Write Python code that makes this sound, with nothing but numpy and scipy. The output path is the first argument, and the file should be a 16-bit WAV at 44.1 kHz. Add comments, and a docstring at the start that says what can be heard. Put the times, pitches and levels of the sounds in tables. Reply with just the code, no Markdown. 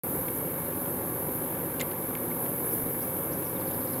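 """A dry gravel track in the sun, in mono. Throughout, a vehicle idles some way off and bush
crickets buzz high in the verge, their fast clicks ringing the wings. From 0.2 s light wind
puffs on the microphone, and something small and hard clicks and scrapes close by, loudest at
1.8 s. The nearest cricket swells briefly around 2.7 s, as a distant bird begins a few thin
slurred chirps; from 3.6 s the bird closes with a trill of falling notes."""
import sys
import numpy as np
from scipy import signal
from scipy.fft import rfft, irfft
from scipy.io import wavfile
from scipy.ndimage import uniform_filter1d

SR = 44100
rng = np.random.default_rng(int(sys.argv[2]) if len(sys.argv) > 2 else 0)


def wrap_up_sound(samples):
    """Save the sound to the file named by the first command line argument, as 16-bit audio."""
    columns = np.atleast_2d(samples).T
    # keep every value between -1 and 1, then stretch to whole-number steps
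    tamed = np.clip(columns, -1, 1)
    steps = np.round(tamed * 32767).astype(np.int16)
    wavfile.write(sys.argv[1], SR, steps)


N = 176400
T = np.arange(N) / SR


def amp(db):
    """Decibels to gain."""
    return 10 ** (np.asarray(db) / 20)


def unit(x):
    """Scales to rms 1."""
    return x / np.sqrt(np.mean(x ** 2) + 1e-20)


def level(points):
    """Gain over time from (s, dB) points."""
    return amp(np.interp(T, *np.transpose(points)))


def add(mix, start_s, sound):
    """Mixes a sound in at start_s."""
    part = mix[max(round(start_s * SR), 0):][:len(sound)]
    part += sound[:len(part)]


def butterworth(x, order, edges_hz, kind):
    """Causal Butterworth filter."""
    return signal.sosfilt(signal.butter(order, edges_hz, kind, fs=SR, output="sos"), x)


def colour(x, points):
    """Minimum-phase filter from (Hz, dB) points; output rms 1."""
    points_hz, db = np.transpose(points)
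    hz = abs(np.fft.fftfreq(N, 1 / SR))
    log_gain = np.log(amp(np.interp(np.log(hz + 1), np.log(points_hz + 1), db)))
    response = np.exp(np.conj(signal.hilbert(log_gain)))[:N // 2 + 1]
    return unit(irfft(rfft(x) * response, N))


def drift(rate_hz):
    """Random wander, mostly below rate_hz; rms 1."""
    hz = np.fft.rfftfreq(N, 1 / SR)
    return unit(irfft(rfft(rng.standard_normal(N)) * np.exp(-(hz / rate_hz) ** 2), N))


# Spectrum of idle and open air. Each row: frequency in Hz, relative density in dB.
RUMBLE_SPECTRUM = [(12, -45), (22, -11), (35, -27), (50, -15.5), (62, -18), (80, -14.5), (105, -6.5),
                   (150, -0.5), (178, -1), (212, -5), (235, -6), (265, 0.5), (295, -0.5), (325, 0.5),
                   (385, -2), (438, -3.5), (520, -1.5), (560, -0.5), (615, -11.5), (800, -9), (1000, -10),
                   (1130, -13), (1240, -17.5), (1650, -17.5), (2000, -25.5), (2200, -21), (2550, -28.5),
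                   (3400, -32), (3900, -32.5), (4600, -36.5), (6000, -39.5), (7800, -42), (13200, -100)]
# Engine and fan tones. Each row: frequency in Hz, level in dB.
ENGINE_TONES = [(23.4, -75), (70, -59.5), (93.5, -51.5), (117, -53.5), (140.3, -52.5), (163.8, -54),
                (187, -56), (246.6, -47), (322, -53.5), (468, -58.5), (514, -51.5), (921, -60),
                (1163, -58.5), (1341, -67), (1713, -65), (2213, -67)]
RUMBLE_DB, RUMBLE_PATCH_DB = -35.5, 0.69
FIRING_HZ, THROB_DEPTH = 23.22, 0.15
WANDER_HZ_AT_400, WAVER_DB = 1.62, 2


def engine():
    """Rumble that shifts in the air and throbs at twice the firing rate, with wavering tones."""
    spectrogram = signal.stft(rng.standard_normal(N), nperseg=512)[2]
    patches = uniform_filter1d(rng.standard_normal(spectrogram.shape), size=8, axis=0)
    patches = unit(uniform_filter1d(patches, size=14, axis=1))
    air = signal.istft(spectrogram * amp(RUMBLE_PATCH_DB * patches), nperseg=512)[1][:N]
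    throb = 1 + THROB_DEPTH * np.cos(2 * np.pi * 2 * FIRING_HZ * T)
    out = amp(RUMBLE_DB) * colour(air * throb, RUMBLE_SPECTRUM)
    for hz, db in ENGINE_TONES:
        wander_hz = WANDER_HZ_AT_400 * np.sqrt(hz / 400) * drift(6.04)
        turns = np.cumsum(hz + wander_hz) / SR + rng.random()
        out += amp(db) * unit(np.sin(2 * np.pi * turns) * amp(WAVER_DB * drift(4.1)))
    return out


def cricket(clicks_per_s, wander=.003, spread_db=(-2.4, 2.55)):
    """One singer: a fast, nearly regular train of uneven clicks."""
    turns = np.cumsum(clicks_per_s * (1 + wander * drift(3))) / SR + rng.random()
    clicks = np.diff(np.floor(turns), prepend=0)
    return unit(clicks * amp(rng.uniform(*spread_db, N)))


# Chorus singers. Each row: clicks per second, relative level in dB.
CHORUS_SINGERS = [(294.5, -10.5), (323.5, -10), (353, -17), (378, -10.5)]
# Chorus envelope. Each row: time in seconds, level in dB before the wing resonance.
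CHORUS_ENVELOPE = [(0, -33), (.2, -33), (.5, -34.5), (.9, -34.5), (1.1, -34.5), (1.5, -34), (1.63, -35.5),
                   (1.85, -35), (2.0, -35.5), (2.25, -35), (2.45, -34), (2.75, -33), (3.1, -34.5),
                   (3.55, -35), (3.72, -34), (4, -34)]
# Nearest cricket's swell. Each row: time in seconds, level in dB before the wing resonance.
NEAR_ENVELOPE = [(2.2, -56), (2.42, -39), (2.65, -42), (2.75, -32.5), (2.87, -41), (3.15, -40), (3.5, -51),
                 (4, -50)]
# Broad wing resonance. Each row: frequency in Hz, relative gain in dB.
WING_SPECTRUM = [(3240, -64), (5500, -48), (6520, -29), (8000, -23.5), (9240, -15.5), (11300, -2),
                 (12200, 1.5), (13700, -3.5), (15600, -13.5)]
# Narrow peaks in the song. Each row: frequency in Hz, width in Hz, dB above the broad resonance.
SONG_PEAKS = [(6690, 75, 0), (8540, 120, 2), (10280, 110, 3.5), (10570, 70, 1.5), (10870, 36, 0),
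              (11130, 76, 7)]
FAR_SINGERS_DB, CHORUS_FLICKER_DB = -1, 0.42
NEAR_CLICKS_PER_S, NEAR_HIGHPASS_HZ = 293.4, 9000


def crickets():
    """Several singers, a blur of far ones and a thinner one close by share one wing resonance."""
    chorus = sum(amp(db) * cricket(rate) for rate, db in CHORUS_SINGERS)
    chorus += amp(FAR_SINGERS_DB) * rng.standard_normal(N)
    near = butterworth(cricket(NEAR_CLICKS_PER_S), 4, NEAR_HIGHPASS_HZ, "high")
    flicker = amp(CHORUS_FLICKER_DB * drift(15))
    clicks = unit(chorus * flicker) * level(CHORUS_ENVELOPE) + near * level(NEAR_ENVELOPE)
    hz = np.fft.rfftfreq(N, 1 / SR)
    peaks = 1 + sum((amp(db) - 1) / (1 + 2j * (hz - peak_hz) / width_hz)
                    for peak_hz, width_hz, db in SONG_PEAKS)
    return np.std(clicks) * colour(irfft(rfft(clicks) * peaks, N), WING_SPECTRUM)


# Wind puffs. Each row: centre in seconds, half-width in seconds, level in dB.
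WIND_PUFFS = [(.2, .05, -46.5), (.63, .025, -57), (2.83, 0.074, -50), (3.3, .04, -56)]


def wind(band_hz=(24, 70)):
    """Soft low puffs of air on the microphone."""
    buffet = unit(butterworth(rng.standard_normal(N), 2, band_hz, "band"))
    return buffet * sum(amp(db) * np.exp(-((T - centre_s) / half_width_s) ** 2)
                        for centre_s, half_width_s, db in WIND_PUFFS)


def ring(excitation, modes):
    """A struck body: damped modes of alternating sign."""
    t = np.arange(len(excitation)) / SR
    response = np.zeros(len(t))
    for k, (hz, width_hz, db) in enumerate(modes):
        decay = np.sqrt(width_hz) * np.exp(-np.pi * width_hz * t)
        response += (-1) ** k * amp(db) * decay * np.sin(2 * np.pi * hz * t)
    return signal.fftconvolve(excitation, response / np.linalg.norm(response))[:len(t)]


# Body modes: low ping, gritty middle, bright snap.
# Each row: frequency in Hz, width in Hz, relative level in dB.
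PING_MODES = [(2127, 190, 0)]
GRIT_MODES = [(2690, 520, 0.22), (3880, 1200, -1.2)]
SNAP_MODES = [(6920, 780, 3), (8800, 1200, 0)]
# Handling clicks. Each row: start in seconds, ping, grit and snap levels in dB, decay in seconds.
HANDLING_CLICKS = [(0.28, -46, -45, -65, .003), (.284, -42, -43.5, -65, 0.0028),
                   (.362, -62, -60, -44, 0.0018), (.857, -52, -46, -55, 0.0023),
                   (1.7963, -43, -35, -47, .004), (1.8022, -32, -31, -39, 0.0028),
                   (1.8086, -25, -36, -45, 0.0018), (1.8111, -45, -38, -20.5, 0.00071),
                   (1.8138, -21.5, -23, -28, 0.001), (1.82, -43, -44.5, -63, 0.0081),
                   (1.914, -48, -44.5, -58, 0.0034), (2.1517, -28.5, -38, -45, .0015),
                   (2.3136, -33.5, -49, -70, 0.0019), (2.461, -37, -46, -62, 0.0022),
                   (3.4246, -53, -50, -44, 0.0022), (3.711, -55, -48, -47, 0.0037)]


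def handling(rise_s=.0001, band_hz=(1280, 13000)):
    """Brief scrapes ring a small hard body, some with a bright snap."""
    out = np.zeros(N)
    t = np.arange(0, .06, 1 / SR)
    for start_s, ping_db, grit_db, snap_db, decay_s in HANDLING_CLICKS:
        envelope = np.exp(-t / decay_s) * (1 - np.exp(-t / rise_s))
        envelope_rms = np.sqrt(np.mean(envelope ** 2))
        for db, modes in ((ping_db, PING_MODES), (grit_db, GRIT_MODES), (snap_db, SNAP_MODES)):
            scrape = envelope * rng.standard_normal(len(t))
            add(out, start_s, amp(db) * envelope_rms * unit(ring(scrape, modes)))
    return butterworth(out, 4, band_hz, "band")


def whistle(hz):
    """Sine following a pitch curve."""
    return np.sin(2 * np.pi * np.cumsum(hz) / SR)


# Chirps. Each row: start in seconds, length in seconds, start and end pitch in Hz, level in dB.
BIRD_CHIRPS = [(2.710, 0.016, 4600, 6100, -53), (3.014, .023, 4400, 6600, -51.5),
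               (3.316, 0.027, 4140, 7160, -51.5), (3.445, 0.034, 6600, 4700, -54),
               (3.558, .02, 4000, 3280, -53)]
# Closing trill. Each row: start in seconds, top pitch in Hz, level in dB.
TRILL_NOTES = [(3.600, 5340, -52), (3.669, 5400, -50), (3.735, 5500, -51), (3.807, 5450, -50.5),
               (3.869, 5760, -50), (3.928, 5640, -48.5), (3.992, 5370, -48)]
NOTE_S, NOTE_RAMP_S, NOTE_FADE_DB, NOTE_FALL_RATIO = 0.028, 0.0024, -13, 0.57


def bird():
    """Single slurred whistles, then a trill of quick falling notes."""
    out = np.zeros(N)
    for start_s, length_s, from_hz, to_hz, db in BIRD_CHIRPS:
        progress = np.arange(0, length_s, 1 / SR) / length_s
        arch = np.sqrt(abs(np.sin(np.pi * progress)))
        add(out, start_s, amp(db) * arch * whistle(from_hz * (to_hz / from_hz) ** progress))
    t = np.arange(0, NOTE_S, 1 / SR)
    ramps = np.minimum(np.minimum(t, NOTE_S - t) / NOTE_RAMP_S, 1)
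    envelope = ramps * amp(NOTE_FADE_DB * t / NOTE_S)
    for start_s, top_hz, db in TRILL_NOTES:
        add(out, start_s, amp(db) * envelope * whistle(top_hz * NOTE_FALL_RATIO ** (t / NOTE_S)))
    return out


def distant(call, flutter_db=0.5, echo_db=-3, t60_s=0.52):
    """The path through air and scrub makes a call flutter and leaves a faint tail."""
    t = T[:SR // 2]
    tail = rng.standard_normal(len(t)) * amp(-60 * t / t60_s)
    echo = signal.fftconvolve(call, tail / np.linalg.norm(tail))[:N]
    return call * amp(-flutter_db * drift(200)) + amp(echo_db) * echo


def scene():
    """All sources, the same in both channels."""
    mono = engine() + wind() + crickets() + handling() + distant(bird())
    return np.tile(mono, (2, 1))


OPEN_S, LOWPASS_HZ = .0355, 15780


def record(dry):
    """The microphone opens just after the start; steep band limit."""
    lowpass = signal.firwin(801, LOWPASS_HZ, window=("kaiser", 9), fs=SR)
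    return signal.oaconvolve(dry * (T >= OPEN_S), lowpass[None], "same")


dry = scene()
out = record(dry)
wrap_up_sound(out)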